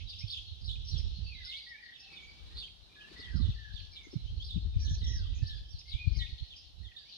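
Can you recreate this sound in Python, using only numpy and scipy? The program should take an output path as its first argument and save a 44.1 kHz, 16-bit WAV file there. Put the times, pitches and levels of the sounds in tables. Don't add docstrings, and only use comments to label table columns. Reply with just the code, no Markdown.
import sys
import numpy as np
from scipy import signal
from scipy.fft import rfft, irfft, next_fast_len
from scipy.io import wavfile
from scipy.ndimage import uniform_filter1d

SR = 44100
rng = np.random.default_rng(int(sys.argv[2]) if len(sys.argv) > 2 else 0)


def wrap_up_sound(samples):
    columns = np.atleast_2d(samples).T
    tamed = np.clip(columns, -1, 1)
    steps = np.round(tamed * 32767).astype(np.int16)
    wavfile.write(sys.argv[1], SR, steps)


N = 316197
TIME = np.arange(N) / SR


def from_db(db):
    return 10 ** (np.asarray(db) / 20)


def unit_rms(x):
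    return x / np.sqrt(np.mean(x ** 2) + 1e-20)


def curves(rows):
    times, *columns = np.transpose(rows)
    return [np.interp(TIME, times, column) for column in columns]


def panned(pan_db):
    gains = from_db(np.array([[.5], [-.5]]) * pan_db)
    return gains / np.sqrt(np.mean(gains ** 2, axis=0))


def add(out, start_s, sound):
    at = int(np.clip(start_s * SR, 0, N - 1))
    out[:, at:at + sound.shape[1]] += sound[:, :N - at]


def coloured(x, spectrum):
    hz, db = np.transpose(spectrum)
    length = x.shape[1]
    size = next_fast_len(length, True)
    bins_hz = np.maximum(np.fft.rfftfreq(size, 1 / SR), 1)
    gain = from_db(np.interp(np.log(bins_hz), np.log(hz), db, left=-120, right=-120))
    return irfft(rfft(x, size) * gain, size)[:, :length]


def noise(spectrum):
    return unit_rms(coloured(rng.standard_normal((2, N)), spectrum))


def drift(corner_hz):
    step, run_in = 8, 4000
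    pole = np.exp(-2 * np.pi * corner_hz * step / SR)
    white = rng.standard_normal(N // step + run_in + 2)
    slow = signal.lfilter([1], [1, -2 * pole, pole * pole], white)[run_in:]
    return np.interp(np.arange(N) / step, np.arange(len(slow)), unit_rms(slow))


def thumps(rows, width, rise_s):
    out, t = np.zeros((2, N)), np.arange(SR // 6) / SR
    swell = (t / rise_s) ** 3 * np.exp(-3 * t / rise_s)
    for at_s, peak_db, hz, pan_db in rows:
        band = signal.butter(2, [hz / (1 + width), hz * (1 + width)], "band", fs=SR, output="sos")
        white = rng.standard_normal((2, 2 * len(t)))
        thump = swell * signal.sosfilt(np.vstack([band, band]), white)[:, len(t):]
        thump /= np.abs(thump).max(axis=1, keepdims=True)
        add(out, at_s - rise_s / 2, from_db(peak_db) * thump * panned(pan_db))
    return out


def syrinx(notes, trill_hz, trill_swing, tremolo, jitter, overtone_db, edge_db, second_db, second_spread,
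           fade_s=.012, flicker_db=2.5):
    out = np.zeros((2, N))
    shake, waver, flicker = drift(260), drift(50), drift(55)
    for note, weave_offset in zip(notes, rng.random(len(notes))):
        start_s, length_s, first_hz, mid_hz, last_hz, rasp, db, pan_db = note
        length_s, rasp = max(length_s, .01), np.clip(rasp, 0, 1)
        samples = np.arange(int((length_s + fade_s) * SR))
        t, span = samples / SR, (samples + int(start_s * SR)) % N
        progress = np.clip((t - fade_s / 2) / length_s, -.08, 1.08)
        parabola = np.polyfit([0, .5, 1], [first_hz, mid_hz, last_hz], 2)
        glide_hz = np.polyval(parabola, progress) * (1 + .007 * waver[span])
        trill = np.sin(2 * np.pi * trill_hz * t)
        bend = 1 + rasp * (trill_swing * trill + jitter * shake[span])
        phase = 2 * np.pi * np.cumsum(glide_hz * bend) / SR
        weave = 1 + second_spread * np.sin(2 * np.pi * (weave_offset + progress)) - jitter * shake[span]
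        second_phase = 2 * np.pi * np.cumsum(np.sqrt(glide_hz * mid_hz) * weave) / SR
        tone = np.sin(phase) + rasp * from_db(second_db) * np.sin(second_phase)
        smear = 4 * rasp * shake[span]
        overtones = np.sin(2 * phase + smear)
        overtones += rasp * (np.sin(phase + second_phase - smear) + np.sin(3 * phase - smear))
        envelope = np.sin(np.pi / 2 * np.clip(np.minimum(t, t[-1] - t) / fade_s, 0, 1)) ** 2
        envelope *= from_db(edge_db * (2 * progress - 1) ** 2 + flicker_db * flicker[span])
        envelope *= 1 + np.clip(tremolo * rasp, 0, 1) * trill
        voice = unit_rms((tone + from_db(overtone_db) * overtones) * envelope)
        add(out, start_s - fade_s / 2, from_db(db) * voice * panned(pan_db))
    return out


def slides(rows, arch):
    notes = []
    for start_s, length_s, hz, slide_oct, rasp, db, pan_db in rows:
        sag_oct = arch * min(slide_oct, 0)
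        first_hz, last_hz = hz * 2 ** (sag_oct - slide_oct / 2), hz * 2 ** (sag_oct + slide_oct / 2)
        notes.append((start_s, length_s, first_hz, hz, last_hz, rasp, db, pan_db))
    return notes


# f/Hz, level/dB
TAIL_SPECTRUM = [(300, -5.5), (6000, 1), (8000, 7), (11500, 3), (16000, 24)]
def yard(x, wall_db, tail_db, t60_s, port_lag_s=.00044):
    t = np.arange(SR) / SR
    envelope = from_db(-60 * t / t60_s) * (1 - np.exp(-t / .006))
    tail = unit_rms(rng.standard_normal((2, SR)) * envelope) / np.sqrt(SR)
    response = from_db(tail_db) * coloured(tail, TAIL_SPECTRUM)
    response[[0, 1], [0, round(port_lag_s * SR)]] += 1
    for side in response:
        lags = (rng.uniform(.00091, .018, size=6) * SR).astype(int)
        side[lags] += from_db(wall_db) * rng.choice([-1, 1], size=6)
    return signal.fftconvolve(x, response, axes=1)[:, :N]


# f/Hz, level/dB
AIR_SPECTRUM = [(25, -13), (55, -1), (120, -4), (250, -10.5), (500, -15.5), (800, -15), (1100, -21.5),
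                (2000, -24.5), (5000, -14.5), (7500, -33), (10000, -32.5), (15500, -40)]
def still_air():
    return from_db(-67.5) * noise(AIR_SPECTRUM)


# t/s, f/Hz, level/dB
CROW_CURVE = [(1.5, 820, -100), (1.7, 845, -91), (1.9, 800, -99), (2.03, 781.5, -74), (2.09, 779, -78),
              (2.18, 757, -99), (2.3, 736, -100)]
def rooster():
    hz, db = curves(CROW_CURVE)
    phase = 2 * np.pi * np.cumsum(hz * (1 + .014 * drift(40))) / SR
    voice = from_db(db) * unit_rms(np.sin(phase) + from_db(-14) * np.sin(2 * phase))
    return yard(voice * panned(0), wall_db=-10.5, tail_db=1, t60_s=1)


# t/s, level/dB
FLOCK_CURVE = [(0.0, -55.5), (0.66, -59), (0.84, -56), (1.12, -59), (1.58, -54), (1.72, -61), (2.93, -69),
               (3.41, -60), (3.85, -58.5), (4.03, -73), (4.23, -61.5), (4.37, -61), (5.35, -60),
               (5.71, -65), (6.39, -58), (6.65, -60.5), (6.85, -69.5), (7.17, -56)]
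# f/Hz, level/dB
WASH_SPECTRUM = [(1800, -44), (2400, -23.5), (2700, -12), (3100, -5.5), (3600, -5), (4400, -9), (5300, -19),
                 (6100, -26.5), (7200, -28.5)]
def far_flock(count=95):
    level_db, = curves(FLOCK_CURVE)
    when, length, pitch, arch, fall, rasp, loudness, side = rng.random((count, 8)).T
    start_s = (np.arange(count) + when) / count * TIME[-1]
    first_hz = 3600 + 1100 * pitch
    mid_hz, last_hz = first_hz * (.85 + .25 * arch), first_hz * (.7 + .25 * fall)
    notes = np.column_stack([start_s, .018 + .033 * length, first_hz, mid_hz, last_hz,
                             .07 + .73 * rasp, 9 * (loudness - 1), 10 * (side - .5)])
    calls = syrinx(notes, trill_hz=200, trill_swing=.03, tremolo=.3, jitter=.03,
                   overtone_db=-42, edge_db=-3, second_db=-6, second_spread=.15)
    calls = unit_rms(yard(calls, wall_db=-7, tail_db=6, t60_s=.61))
    wash = from_db(2 * drift(4)) * noise(WASH_SPECTRUM)
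    return from_db(level_db) * (from_db(-.5) * calls + from_db(-3.5) * wash)


# t/s, level/dB, flutter depth/0-1
RUSTLE_CURVE = [(2.03, -100, 0.9), (2.1, -60, 0.46), (2.3, -64, 0), (2.6, -58, 0.29), (2.72, -71.5, 0),
                (3.08, -60.5, 0.25), (3.13, -55.5, 0.3), (3.35, -61.5, 0.07), (3.6, -77, 0.2),
                (4.15, -64, 0.31), (4.4, -100, .1)]
# f/Hz, level/dB
RUSTLE_SPECTRUM = [(150, 13), (260, 2), (400, 3.5), (600, -6), (1200, -4.5), (2000, -7.5), (4000, 3),
                   (7000, -19), (9500, -22.5), (15000, -40)]
# t/s, peak level/dB, f/Hz, pan/dB
DULL_BUMPS = [(3.114, -48, 365, 16), (3.193, -45.5, 350, 15), (4.069, -47, 313, 13),
              (4.132, -38.5, 340, 10), (4.573, -39, 262, 22)]
def rustle_and_bumps():
    db, depth = curves(RUSTLE_CURVE)
    flutter_hz = 22 + 4 * drift(11.3)
    flutter = 1 + depth * np.sin(2 * np.pi * np.cumsum(flutter_hz) / SR)
    rustle = from_db(db) * flutter * noise(RUSTLE_SPECTRUM)
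    return rustle + thumps(DULL_BUMPS, width=.3, rise_s=.0074)


# t/s, level/dB, pan/dB
GUST_CURVE = [(0.0, -47.5, -14.5), (0.42, -60.5, -2.5), (0.72, -43.5, -15.5), (1.28, -42, -9.5),
              (1.5, -65.5, -9), (1.9, -83.5, 2), (2.2, -66, 5), (2.58, -52.5, 4), (2.72, -68, 18),
              (3.06, -74.5, 8), (3.28, -51.5, -2), (3.42, -33.5, -22), (3.62, -50.5, 14), (4.06, -61, 3.5),
              (4.3, -47, -5.5), (4.48, -46, 1.5), (4.7, -39, 6), (5.3, -39.5, -8), (5.6, -49.5, -2.5),
              (5.86, -61, -6), (6.14, -39.5, 24), (6.42, -66, -2), (6.66, -66.5, 21), (6.82, -44.5, -40),
              (6.95, -74.5, -3), (7.17, -81, 20)]
# f/Hz, level/dB
EDDY_SPECTRUM = [(15, -33), (25, -42.5), (40, -2.5), (58, 2.5), (95, -4.5), (130, -23.5), (200, -32),
                 (300, -39.5), (600, -74.5)]
# f/Hz, level/dB
BUFFET_SPECTRUM = [(50, -7.5), (100, 2.5), (170, -5.5), (260, -25), (400, -20), (800, -41), (2000, -37.5)]
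# t/s, peak level/dB, f/Hz, pan/dB
WIND_PUFFS = [(.235, -28, 87, -37), (.765, -36, 76.4, 21), (.94, -30, 116, -25), (1.18, -36.5, 103.7, -16),
              (3.345, -26.5, 138.5, -34), (3.4, -27.5, 132.4, -30), (3.487, -23, 102, 24),
              (3.74, -31.5, 75, 32), (4.158, -25, 107.8, -20), (4.562, -23, 107, 11),
              (4.762, -21.5, 84, 11), (4.91, -25.5, 94.2, 18), (5.425, -21, 64.6, -36),
              (5.74, -31.5, 65, 31), (5.943, -24, 62, -16), (6.07, -16, 78.2, 39), (6.165, -26, 78, 38),
              (6.325, -31.5, 63.4, -16), (6.412, -29.5, 64, -11)]
def wind(lump_db=4, lump_hz=8.8):
    db, pan_db = curves(GUST_CURVE)
    swell_db = lump_db * np.clip([drift(lump_hz), drift(lump_hz)], -2, 2)
    gust = from_db(db + swell_db) * panned(pan_db)
    eddies = noise(EDDY_SPECTRUM)
    eddies /= np.sqrt(uniform_filter1d(eddies ** 2, int(.06 * SR), axis=1) + 1e-6)
    buffets = noise(BUFFET_SPECTRUM) * from_db(1.92 * drift(42))
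    buffets *= (gust / from_db(-28.5)) ** .04
    rumble = gust * (from_db(5) * eddies + from_db(-11.5) * buffets)
    return rumble + thumps(WIND_PUFFS, width=.59, rise_s=.01247)


# t/s into motif, length/s, f/Hz, slide/oct, warble/0-1, level/dB, pan/dB
MOTIF_NOTES = [(0, 0.138, 1708, .04, 0.43, -7, -1), (.2, .15, 1949, -0.06, 0.38, 1, 4),
               (0.315, .125, 1575, -0.59, .6, -8.5, -1.5), (.6, .16, 1740, -.13, 0.43, -4, -1.5)]
# t/s, level/dB
MOTIF_STARTS = [(2.96, -54.5), (4.82, -60)]
# t/s, length/s, f/Hz, slide/oct, warble/0-1, level/dB, pan/dB
FREE_WHISTLES = [(1.263, .09, 2604, -0.24, 0.44, -56, -3), (1.352, 0.084, 2077, -0.16, 0.32, -59.5, -4),
                 (1.374, 0.12, 1612, -0.47, .88, -70.5, 1), (1.451, .14, 2141, 0.17, 0.27, -57, -1),
                 (1.666, 0.1, 1916, -0.23, 0, -53, 3), (1.72, 0.083, 2270, 0.17, 0.45, -59, -5),
                 (1.802, 0.13, 1863, .02, 0.94, -57.5, 3), (1.955, .3, 2598, -.2, 0.4, -62.5, 2),
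                 (2.102, 0.22, 2299, -0.009, 0.2, -58.5, -7.5), (2.497, 0.095, 1880, 0.13, 0.1, -73.5, -2),
                 (2.895, 0.068, 2440, -0.012, 0.73, -68.5, -1), (3.93, 0.14, 2277, -0.18, 0.36, -62, -4.5),
                 (4.74, 0.11, 2410, -.08, .85, -71.5, -8), (5.354, .08, 2560, 0.06, 0.8, -65.5, -5),
                 (5.854, 0.23, 2241, .2, 0.35, -69, 9), (5.932, 0.0723, 2368, 0.106, 0.26, -58, -6),
                 (5.988, 0.074, 2470, -0.05, 0.15, -50, -3.5), (6.123, 0.15, 2195, -0.068, 0.1, -64, 8),
                 (6.19, .07, 1907, -0.11, 0, -55, 1.5), (6.828, 0.22, 1865, -0.24, 0.73, -70.5, -2),
                 (7.054, 0.083, 2490, 0.46, 0.3, -71, -1)]
def songbird():
    motifs = [(start_s + offset_s, length_s, hz, slide_oct, warble, db + note_db, pan_db)
              for start_s, db in MOTIF_STARTS
              for offset_s, length_s, hz, slide_oct, warble, note_db, pan_db in MOTIF_NOTES]
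    notes = slides(motifs + FREE_WHISTLES, arch=.37)
    song = syrinx(notes, trill_hz=33, trill_swing=.015, tremolo=1.1, jitter=.04,
                  overtone_db=-42, edge_db=-5, second_db=-18, second_spread=.1)
    return from_db(-5.5) * yard(song, wall_db=-10.5, tail_db=-4, t60_s=.85)


# t/s, length/s, first f/Hz, mid f/Hz, last f/Hz, rasp/0-1, level/dB, pan/dB
BEGGING_NOTES = [(4.8, 0.07, 5660, 5540, 6060, 0.13, -54.5, -6.5),
                 (4.885, 0.089, 5870, 5570, 5290, 0.23, -54.5, -4),
                 (5.035, 0.019, 4240, 5490, 5400, 0.05, -56, -3),
                 (5.065, 0.12, 5550, 5460, 5280, 0.14, -50.5, -6)]
def begging_sparrow():
    squeals = syrinx(BEGGING_NOTES, trill_hz=520, trill_swing=.5, tremolo=2.5, jitter=.03,
                     overtone_db=-45, edge_db=-2, second_db=3, second_spread=.15)
    return from_db(-5.5) * yard(squeals, wall_db=-39, tail_db=-10.5, t60_s=.29)


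# t/s, length/s, peak f/Hz, rasp/0-1, level/dB, accent/dB, pan/dB
NEAR_CHIRPS = [(0.092, 0.086, 4550, 0.93, -59, 8, -1), (.293, 0.085, 4630, 0.62, -46.5, 1, -2.5),
               (0.634, 0.12, 4924, 0.75, -45.5, -9, -2), (0.869, .115, 5404, 0.72, -53, -0.5, -1),
               (1.438, 0.15, 4772, 1, -49, -3, -1), (1.996, .09, 5470, 0.26, -69, 8.5, 0),
               (2.1, 0.15, 4590, 0.44, -58, -3.5, -2.5), (2.567, 0.11, 4530, 0.5, -51, 4.5, -3),
               (2.936, 0.17, 3902, 0.64, -62.5, -5, -3), (3.188, 0.1, 4487, 0.52, -57, 2, -0.5),
               (3.347, .17, 4890, 0.8, -56, -4, -3), (3.732, 0.069, 4606, 0.32, -54, -2.5, -13),
               (3.918, 0.091, 5032, 0.83, -52.5, -9, -1), (4.438, 0.13, 4900, 0.52, -51, -2.5, -3),
               (4.799, 0.15, 4937, 0.9, -52.5, -8.5, 0), (4.958, 0.16, 4780, 0.5, -52.5, -7.5, 0),
               (5.174, 0.16, 4450, .8, -61.5, -1.5, 1), (5.447, 0.13, 4800, 0.74, -54, 0, 0),
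               (5.68, .13, 5730, 0.2, -59.5, -7.5, -9), (5.881, 0.099, 4786, 0.6, -49, -5, 4),
               (6.142, 0.12, 5090, .65, -45, -11, -2), (6.27, 0.08, 5470, 0.3, -60, -28, 1),
               (6.464, .11, 4400, 0.62, -57, -8, -1), (6.806, 0.11, 4470, 0, -59.5, -6.5, 0),
               (7.129, 0.076, 4660, .5, -66.5, 5.5, -2)]
# t/chirp length, length/chirp length, first, mid, last f/peak f, rasp share, accent share, level/dB
CHIRP_PARTS = [(-.2, 0.29, 0.93, 0.94, 0.86, 0.9, 1, -7.5), (.03, 0.29, 0.79, 0.96, 0.93, 0.95, 1, 2),
               (.32, 0.41, .85, .75, 0.68, 0.754, 0.18, 3), (.76, 0.3, .66, .72, 0.5, 0.39, 0.027, -7.5)]
# t/s, length/s, f/Hz, slide/oct, rasp/0-1, level/dB, pan/dB
NEAR_CHIPS = [(0, 0.022, 2950, 0.98, 1, -58.5, -4), (.188, 0.035, 5290, -.25, 0.42, -51, 1),
              (.205, 0.036, 2360, 0.4, 0.27, -62.5, -6), (.368, 0.023, 3315, -0.1, .45, -45.5, -1),
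              (.945, .03, 3406, -.1, 0.23, -49.5, -2), (.968, 0.035, 5250, -0.51, 0.13, -50.5, -1),
              (1.54, 0.049, 3840, 0.5, 0.45, -47.5, -1), (1.655, 0.05, 4340, 0.27, 0.8, -57.5, -4),
              (1.935, 0.033, 3800, -0.13, 0, -56, -9), (2.218, 0.036, 6880, -0.19, 0, -73, -9),
              (3.49, 0.03, 3630, -0.11, 0.53, -54.5, 18), (4.03, 0.044, 6670, -0.3, .1, -70.5, -8),
              (4.1, .06, 5250, -0.26, 0.3, -64, -5), (4.17, 0.059, 4134, -.08, 0, -61, -3),
              (4.26, 0.049, 3142, 0.17, 0.1, -62.5, 15), (4.4, 0.034, 3410, 0.28, .03, -50, 1),
              (4.525, 0.05, 3870, -0.25, 0.08, -55.5, -16), (5.345, 0.05, 6750, -0.24, 0.4, -66, -8),
              (5.57, 0.017, 3477, 0.07, 0.1, -54.5, 26), (5.78, 0.035, 5150, -0.47, 0.25, -56, -2),
              (6.168, 0.018, 5673, -0.4, 0.86, -61.5, 6), (6.38, 0.025, 3520, -0.02, 0.56, -57, 26),
              (6.56, 0.023, 5240, -0.12, 0.49, -61, 0), (6.965, 0.025, 3840, -0.11, 0.27, -48.5, -8)]
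def near_sparrows():
    chirps = [(start_s + length_s * offset, length_s * share, hz * first, hz * mid, hz * last,
               rasp * rasp_share, db + part_db + accent_db * accent_share, pan_db)
              for start_s, length_s, hz, rasp, db, accent_db, pan_db in NEAR_CHIRPS
              for offset, share, first, mid, last, rasp_share, accent_share, part_db in CHIRP_PARTS]
    chips = slides(NEAR_CHIPS, arch=1.6)
    calls = syrinx(chirps + chips, trill_hz=170, trill_swing=.075, tremolo=.6, jitter=.028,
                   overtone_db=-26, edge_db=-4, second_db=0, second_spread=.17, fade_s=.011)
    return from_db(-3) * yard(calls, wall_db=-11, tail_db=-5, t60_s=.6)


# f/Hz, level/dB
MIC_RESPONSE = [(300, 15), (4800, 1), (5700, 9), (6500, 3.5), (7400, -8.5), (9000, -1.5), (11000, -0.5),
                (12500, -18), (16000, -13)]
def scene():
    birds = near_sparrows() + begging_sparrow() + far_flock() + songbird() + rooster()
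    return coloured(birds, MIC_RESPONSE) + wind() + rustle_and_bumps() + still_air()


def record(dry, cutoff_hz=15700):
    return signal.sosfilt(signal.ellip(10, .1, 80, cutoff_hz, fs=SR, output="sos"), dry)


dry = scene()
out = record(dry)
wrap_up_sound(out)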